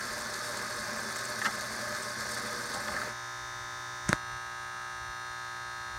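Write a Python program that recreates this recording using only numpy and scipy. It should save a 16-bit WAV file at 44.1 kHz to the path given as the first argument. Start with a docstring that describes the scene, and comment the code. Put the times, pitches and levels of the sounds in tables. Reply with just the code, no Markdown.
"""A jukebox changer's motor and gears whir, heard close up: shaft-timed noise rings the chassis, sliding steel hisses.
Contacts of cam, latch and arm ring the linkage as a record is lifted into place.
The gears stop after three seconds; the mains buzz of a coil and its loose sheet metal, a sum of harmonics, remains.
Then the handheld camera shifts: two dry knocks of damped modes right at its microphone, and handling rumble."""
import sys
import numpy as np
from scipy import signal
from scipy.fft import rfft, irfft, next_fast_len
from scipy.io import wavfile
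from scipy.ndimage import map_coordinates

SR = 44100
rng = np.random.default_rng(int(sys.argv[2]) if len(sys.argv) > 2 else 0)


def put_to_file(sound):
    """Save the sound as 16-bit audio at rate SR, in the file named by the first command-line argument."""
    columns = np.atleast_2d(sound).T  # one column per channel
    safe = np.clip(columns, -1, 1)
    whole_steps = np.round(safe * 32767)
    wavfile.write(sys.argv[1], SR, whole_steps.astype(np.int16))


N = 263718  # samples
MAINS_HZ, TOP_HZ = 59.99, 15850


def amp(db):
    """Decibels to gain."""
    return 10 ** (np.asarray(db) / 20)


def unit(x):
    """Scale to rms 1."""
    return x / np.sqrt(np.mean(x ** 2) + 1e-20)


def along(points, hz):
    """Read (Hz, value) points on a log frequency axis."""
    point_hz, value = np.transpose(points)
    return np.interp(np.log(hz + 1), np.log(point_hz + 1), value)


def curve(rows):
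    """One value per sample through (s, value) points."""
    point_s, value = np.transpose(rows)
    return np.interp(np.arange(N) / SR, point_s, value)


def wobble(knots_per_s):
    """Smooth random curve."""
    knots = rng.standard_normal(int(N * knots_per_s / SR) + 4)
    return map_coordinates(knots, [np.arange(N) * knots_per_s / SR])


def swell(centre_s, half_s):
    """Gaussian bump of height 1, down to 1/e at half_s from its centre."""
    return np.exp(-((np.arange(N) / SR - centre_s) / half_s) ** 2)


def until(end_s, fade_s):
    """1 at first, fading linearly to 0 at end_s."""
    return np.clip((end_s - np.arange(N) / SR) / fade_s, 0, 1)


def filtered(x, response):
    """x times a complex response of frequency."""
    size = next_fast_len(N + SR // 2)
    return irfft(rfft(x, size) * response(np.fft.rfftfreq(size, 1 / SR)), size)[:N]


def coloured(x, spectrum):
    """x shaped by a (Hz, dB) spectrum, at rms 1."""
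    return unit(filtered(x, lambda hz: amp(along(spectrum, hz))))


def noise(spectrum):
    """Steady shaped noise of rms 1."""
    return coloured(rng.standard_normal(N), spectrum)


def rung(x, modes):
    """x through parallel resonances of alternating sign, at rms 1."""
    def response(hz):
        total = 0
        for k, (mode_hz, width_hz, level_db) in enumerate(modes):
            damping = 1j * hz * width_hz
            total = total + (-1) ** k * amp(level_db) * damping / (mode_hz ** 2 - hz ** 2 + damping)
        return total
    return unit(filtered(x, response))


def add(track, start_s, sound):
    """Mix a sound into a track at start_s."""
    part = track[round(start_s * SR):][:len(sound)]
    part += sound[:len(part)]


# strongest buzz lines: (mains_multiple, gears_running_db, at_rest_db, camera_shifted_db)
BUZZ_LINES = [(2, -57, -56, -59), (3, -71, -70, -69), (6, -62, -61, -62), (10, -55, -60, -62),
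              (11, -69, -65, -67), (13, -67, -57, -56), (14, -62, -61, -62), (15, -67, -57, -56),
              (16, -63, -64, -57), (17, -63, -52, -57), (18, -54, -54, -55), (19, -62, -72, -58),
              (20, -65, -60, -57), (21, -60, -48, -46), (23, -72, -52, -54), (25, -52, -53, -53),
              (27, -50, -50, -47), (29, -49, -50, -50), (30, -70, -58, -61), (32, -75, -59, -59),
              (33, -59, -58, -62), (35, -57, -60, -62), (38, -74, -62, -65), (46, -88, -77, -63),
              (58, -62, -63, -67), (60, -68, -60, -67), (62, -65, -59, -60), (97, -61, -64, -71),
              (100, -81, -63, -60)]
# mean level of each other line: (line_hz, gears_running_db, at_rest_db, camera_shifted_db)
BUZZ_FIZZ = [(400, -72, -74, -77), (1500, -68, -73, -68), (2200, -71, -68, -72), (3050, -81, -75, -79),
             (3600, -79, -71, -69), (4300, -71, -69, -70), (4950, -73, -73, -77), (5500, -71, -66, -70),
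             (6300, -73, -68, -73), (7700, -85, -80, -84), (9000, -82, -79, -79), (10500, -91, -91, -91),
             (14000, -97, -92, -97), (15500, -105, -99, -106)]


def buzz_cycle(state):
    """One mains cycle of the buzz: loose metal slaps on each of the two magnetic pulls."""
    k = np.arange(1, int(TOP_HZ / MAINS_HZ))
    hz = k * MAINS_HZ
    level_db = along(np.array(BUZZ_FIZZ)[:, [0, state]], hz) + 6 * rng.uniform(-1, 1, len(k))
    lines = np.array(BUZZ_LINES)
    level_db[np.rint(lines[:, 0]).astype(int) - 1] = lines[:, state]
    # odd lines a quarter turn from even ones: two equally strong slaps a cycle
    slaps = np.pi / 2 * (k % 2)
    # sheet metal delays each register differently; reflections blur the treble most
    delay_s = .004 * np.sin(2 * np.pi * hz / 5000) - .003
    blur_rad = along([(1000, .7), (2000, .75), (3500, 1.4)], hz)
    phase = slaps - 2 * np.pi * MAINS_HZ * np.cumsum(delay_s) + blur_rad * rng.standard_normal(len(k))
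    size = 2 ** 14
    return irfft(np.r_[0, amp(level_db) * np.exp(1j * phase)], size) * size / np.sqrt(2)


def buzz(gain_db=0.1, rough_db=0.2, surge_db=1.2, surge_fade_s=0.047):
    """The coil buzzes throughout; its colour changes when the gears stop and when the camera shifts."""
    turns = MAINS_HZ * (np.arange(N) / SR + .000004 * wobble(6))  # slight timing jitter
    tones = []
    for state in (1, 2, 3):
        cycle = buzz_cycle(state)
        tones.append(np.interp(turns % 1, np.linspace(0, 1, len(cycle), endpoint=False), cycle))
    running, resting, shifted = tones
    # equal-power crossfades
    stop = curve([(3.02, 0), (3.15, 1)]) * np.pi / 2
    shift = curve([(4.08, 0.011), (4.2, 1)]) * np.pi / 2
    still = running * np.cos(stop) + resting * np.sin(stop)
    tone = still * np.cos(shift) + shifted * np.sin(shift)
    # the hand sways, so a reflection from the cabinet slides against the direct treble
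    treble = filtered(tone, lambda hz: np.clip((hz - 1800) / 2000, 0, 1))
    path_s = .0019 + .00006 * wobble(2)
    reflection = .35 * map_coordinates(treble, [np.arange(N) - SR * path_s])
    # the coil pulls harder for a moment
    surge = until(4.4, surge_fade_s) - until(4.3, surge_fade_s)
    return (tone + reflection) * amp(gain_db + surge_db * surge + rough_db * wobble(150))


# the cams load or ease the train: (centre_s, half_s, grind_change_db, hiss_change_db)
LOADS = [(.45, 0.15, .5, 1), (1.213, 0.064, -.5, 1), (1.458, 0.011, 2, 2), (2.145, 0.032, -3, -1.5),
         (2.337, 0.052, -0.5, 2.5), (2.717, 0.04, 0.5, 0.5), (2.832, 0.038, -1, -0.5),
         (2.98, 0.095, 1.5, -2.5)]


def gear_levels(grind_db=-39.5, hiss_db=-43.5, wander_db=0.2, wander_per_s=6.97):
    """Levels of grinding and hiss in dB: steady, but for uneven wear and the load of the cams."""
    for centre_s, half_s, grind_change_db, hiss_change_db in LOADS:
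        load = swell(centre_s, half_s)
        grind_db = grind_db + grind_change_db * load
        hiss_db = hiss_db + hiss_change_db * load
    return grind_db + wander_db * wobble(wander_per_s), hiss_db + wander_db * wobble(wander_per_s)


# chassis resonances that the gears shake: (mode_hz, width_hz, level_db)
CHASSIS_MODES = [(217.3, 22.5, -0.5), (396, 23, -5.5), (477.6, 13, -4), (598, 26, 1), (1076, 13, 1),
                 (1233, 41, 7), (1258, 108, 2), (1530, 135, -1.5), (1582, 45, 3.5), (1700, 71, -3),
                 (2033, 110, -10.5)]
# spectrum of grinding teeth: (freq_hz, relative_db)
GRIND_SPECTRUM = [(60, -5.5), (130, 0.5), (280, -16), (450, -8), (750, -0.5), (950, 2.5), (1400, 0),
                  (1750, 2), (2000, -2), (2400, -5), (2900, -14), (4000, -25)]
# spectrum of sliding metal, also of tooth ticks: (freq_hz, relative_db)
HISS_SPECTRUM = [(2000, -48), (3200, -8), (3550, -6), (4000, -1), (4450, 4), (5500, -3.5), (6400, 1),
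                 (7700, -6.5), (8400, -8), (9200, -7), (10400, -11.5), (12000, -11), (14000, -17.5),
                 (15800, -28)]
# thin steel parts that the sliding excites: (mode_hz, width_hz, level_db)
STEEL_MODES = [(3490, 18, -2), (3783, 16, 0.5), (4407, 40, 0.5), (4737, 13, 1), (4720, 65, 1),
               (5343, 61, 0.5), (5810, 17, 0), (6280, 11, 3.5), (7270, 42, -5), (8070, 48, -5),
               (8360, 49, -3), (9030, 110, -5.5), (9760, 71, -8.5)]


def gears(shaft_hz=26.3, throb_db=-0.5, grain_db=3, scrape_db=2.5, flutter_db=1.9, steel_db=-4, chatter_db=0.5):
    """Teeth grind in time with the motor shaft and shake the chassis; sliding metal hisses in short spurts."""
    stop_s, grind_coast_s, hiss_coast_s = 3.15, 0.074, .12  # the hiss starts to die first
    grind_db, hiss_db = gear_levels()
    shaft = 2 * np.pi * np.cumsum(shaft_hz * (1 + .015 * wobble(4))) / SR
    throb = throb_db * (np.sin(shaft) + np.sin(2 * shaft))

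    def teeth():
        return rng.standard_normal(N) * amp(throb + grain_db * wobble(500))

    def sliding():
        return rng.standard_normal(N) * amp(scrape_db * wobble(700))

    grind = amp(1.5) * rung(teeth(), CHASSIS_MODES) + amp(-3) * coloured(teeth(), GRIND_SPECTRUM)
    grind = unit(grind * amp(chatter_db * wobble(130)))  # backlash: uneven chatter
    hiss = amp(-3) * coloured(sliding(), HISS_SPECTRUM) + amp(steel_db) * rung(sliding(), STEEL_MODES)
    # contact pressure changes: the top of the hiss spurts more than its middle
    top = filtered(hiss, lambda hz: np.clip((hz - 6000) / 2000, 0, 1))
    hiss = unit(hiss - top + top * amp(flutter_db * wobble(90)))
    grinding = until(stop_s, grind_coast_s) * amp(grind_db) * grind
    hissing = until(stop_s, hiss_coast_s) * amp(hiss_db) * hiss
    return grinding + hissing


# brief whines of a shaft or panel: (start_s, end_s, pitch_hz, level_db)
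WHINES = [(-.05, .1, 1348, -45), (2.2, 2.84, 485, -48.5), (4.68, 4.92, 1336, -49)]
# short bright rasps of the sliding parts: (centre_s, level_db)
RASPS = [(.21, -44), (.575, -43), (.985, -44), (1.165, -42), (1.193, -41), (1.255, -40), (2.03, -43),
         (2.32, -44), (2.75, -42)]


def friction(rasp_half_s=0.0073, waver_hz=3):
    """Sliding parts rasp in noise bursts; a shaft or panel sings as a wavering sine."""
    t = np.arange(N) / SR
    rasp_spectrum = [(5000, -14), (7200, -5), (8400, -0.5), (9100, -7), (10200, -23), (15000, -22)]
    rasps = sum(amp(level_db) * swell(centre_s, rasp_half_s) for centre_s, level_db in RASPS)
    out = rasps * noise(rasp_spectrum)
    for start_s, end_s, pitch_hz, level_db in WHINES:
        arch = np.abs(np.sin(np.pi * np.clip((t - start_s) / (end_s - start_s), 0, 1))) ** .5
        phase = 2 * np.pi * np.cumsum(pitch_hz + waver_hz * wobble(20)) / SR
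        out += amp(level_db) * arch * np.sin(phase)
    return out


# spectrum of a hand on the case: (freq_hz, relative_db)
RUMBLE_SPECTRUM = [(20, -12), (45, 7), (75, 2.5), (110, 1), (170, -23), (400, -25.5), (900, -63)]
# shifts of the grip: (centre_s, rumble_db)
NUDGES = [(.1, -54), (2.96, -51), (4.1, -45), (4.32, -51.5), (5.08, -49.5), (5.98, -46)]


def handling(rumble_db=-60, sway_db=2.5, sway_per_s=7, nudge_half_s=0.064):
    """Fingers rumble on the case, more as the grip shifts, and rub it around the knocks."""
    rub_db = curve([(4.06, -100), (4.088, -35.5), (4.135, -44), (4.16, -50), (4.19, -100)])
    rub_spectrum = [(50, -3), (150, 1), (500, -2.5), (1800, 7),
                    (3000, -9), (6500, -5), (9000, -8), (15000, -36)]
    rub = amp(rub_db) * noise(rub_spectrum)
    hold = amp(rumble_db + sway_db * wobble(sway_per_s))
    nudges = sum(amp(level_db) * swell(centre_s, nudge_half_s) for centre_s, level_db in NUDGES)
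    return rub + (hold + nudges) * noise(RUMBLE_SPECTRUM)


# cam, latch and arm contacts: (start_s, level_db, relative_scrape_db, relative_body_db)
CLUNKS = [(1.419, -19, -11, -27), (1.4235, -24, -22, -30), (1.4494, -17.5, -15, -15),
          (1.4568, -20, -5.5, -17), (1.4621, -14.5, -18, -24.5), (1.4663, -16.5, -17, -17),
          (2.375, -26.5, -16, -22), (2.743, -27.5, -16, 2), (2.759, -30, -19, -1.5), (2.883, -29, -2, 0.5),
          (2.942, -26, -15, -7), (2.966, -20, -18, -27), (3.018, -22, -14, -10)]
# what the linkage rings with: (mode_hz, relative_db, t60_s)
LINKAGE_MODES = [(790, -7.5, 0.017), (1180, -1, 0.035), (1300, -2.5, 0.079), (1605, -2.5, 0.076),
                 (1756, 14.5, 0.012), (1830, 4.5, 0.026), (2060, -8, 0.091)]
# light ticks of the gear teeth: (start_s, level_db)
TICKS = [(.0698, -40), (.3417, -34), (0.572, -38), (1.3903, -36), (1.4457, -35), (1.609, -33),
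         (1.9484, -37), (2.208, -35), (2.7388, -37), (2.9902, -39)]


def linkage(rise_s=0.00046, body_rise_s=0.0044, scrape_t60_s=.04, body_t60_s=0.14, tick_t60_s=0.026):
    """Each contact rings the levers, scrapes, and thuds in the chassis; single teeth tick."""
    ring, scrape, body, ticks = np.zeros((4, N))
    t = np.arange(SR // 5) / SR
    for start_s, level_db, scrape_db, body_db in CLUNKS:
        modes = np.zeros(len(t))
        for mode_hz, mode_db, t60_s in LINKAGE_MODES:
            decay = amp(mode_db + rng.normal(0, 1.5) - 60 * t / t60_s)
            modes += decay * np.sin(2 * np.pi * (mode_hz * t + rng.random()))
        soft_meeting = 1 - np.exp(-t / rise_s)
        add(ring, start_s - .002, amp(level_db - 14.5) * modes * soft_meeting)
        add(scrape, start_s - .002, amp(level_db + scrape_db - 7 - 60 * t / scrape_t60_s))
        thud = amp(level_db + body_db - 8 - 60 * t / body_t60_s)
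        add(body, start_s, thud * (1 - np.exp(-t / body_rise_s)))
    for start_s, level_db in TICKS:
        add(ticks, start_s, amp(level_db - 60 * t / tick_t60_s))
    scrape *= noise([(1200, -5), (2300, -1), (3000, 3), (4300, 1), (6000, 1),
                     (9000, -9), (11000, -14), (15800, -27)])
    body *= noise([(70, -24), (190, 7.0), (300, -8.5), (600, -4.5), (900, 4.5), (2000, -48)])
    return ring + scrape + body + ticks * noise(HISS_SPECTRUM)


# echo decay: (freq_hz, t60_s)
CABINET_DECAY = [(150, 0.095), (1500, 0.074), (10000, 0.021)]


def cabinet(x):
    """Short echo of the cabinet: convolution with decaying noise, treble dying first."""
    hz, t, z = signal.stft(rng.standard_normal(SR // 2), SR, nperseg=256)
    decay = amp(-60 * t / along(CABINET_DECAY, hz)[:, None])
    tail = signal.istft(z * decay, SR, nperseg=256)[1]
    return signal.fftconvolve(x, tail / np.linalg.norm(tail))[:N]


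# knocks on the camera's case: (start_s, clack_db, tick_db, push_db, push_hz, push_t60_s)
KNOCKS = [(4.0915, -14, -12.5, 5, 168, 0.019), (4.1298, -1, -18.5, 0, 125, .014)]
# the case's wall: (mode_hz, relative_db, t60_s)
CASE_CLACK = [(623, -16.5, 0.012), (1484, 1, 0.0036), (3760, -9.5, 0.0029)]
# its hard rim: (mode_hz, relative_db, t60_s)
CASE_TICK = [(6400, 1.5, 0.0031), (8550, -0.5, 0.0029)]
# its hollow, rung by the push: (mode_hz, relative_db, t60_s)
CASE_THUD = [(316, -19.5, 0.018), (560, -24, 0.0098)]


def knocks(crack_db=-22, crack_decay_s=0.00022):
    """The camera's case is knocked twice: a sharp tick, then a heavily damped push as the case gives way."""
    case_rise_s, push_rise_s, thud_rise_s = 0.00012, 0.0082, 0.0011
    push_lag_s, thud_lag_s = 0.00087, 0.00244
    out, t = np.zeros(N), np.arange(SR // 10) / SR

    def ring(mode_hz, level_db, t60_s):
        return amp(level_db - 60 * t / t60_s) * np.sin(2 * np.pi * mode_hz * t)

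    def rise(rise_s):
        return 1 - np.exp(-t / rise_s)

    for start_s, clack_db, tick_db, push_db, push_hz, push_t60_s in KNOCKS:
        wall = amp(clack_db) * sum(ring(*mode) for mode in CASE_CLACK)
        rim = amp(tick_db) * sum(ring(*mode) for mode in CASE_TICK)
        crack = amp(clack_db + crack_db) * rng.standard_normal(len(t)) * np.exp(-t / crack_decay_s)
        push = -ring(push_hz, push_db, push_t60_s)
        hollow = amp(push_db) * sum(ring(*mode) for mode in CASE_THUD)
        add(out, start_s, (wall + rim + crack) * rise(case_rise_s))
        add(out, start_s + push_lag_s, push * rise(push_rise_s))
        add(out, start_s + thud_lag_s, hollow * rise(thud_rise_s))
    return out


# spectrum of the room's air: (freq_hz, relative_db)
AIR_SPECTRUM = [(30, 6), (100, 4.5), (250, -7), (550, -6), (900, -2), (1400, 3.5), (1900, 1.5), (2900, -16),
                (3800, -6), (4900, -8.5), (6200, -8.5), (7700, -18), (9200, -7.5), (10500, -19),
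                (15500, -20.5)]


def scene(air_db=-54.5):
    """Machine, camera and the room's steady air."""
    levers, bumps = linkage(), knocks()
    echo = cabinet(amp(-8) * levers + amp(-19) * bumps)
    machine = buzz() + gears() + friction() + levers
    camera = bumps + handling()
    return (machine + camera + echo + amp(air_db) * noise(AIR_SPECTRUM))[None]


def record(dry):
    """The camera's microphone sheds the deep bass and keeps nothing above its band limit."""
    lean = signal.sosfilt(signal.butter(2, 60, "high", fs=SR, output="sos"), dry)
    return np.array([filtered(x, lambda hz: hz < TOP_HZ) for x in lean])


dry = scene()
out = record(dry)
put_to_file(out)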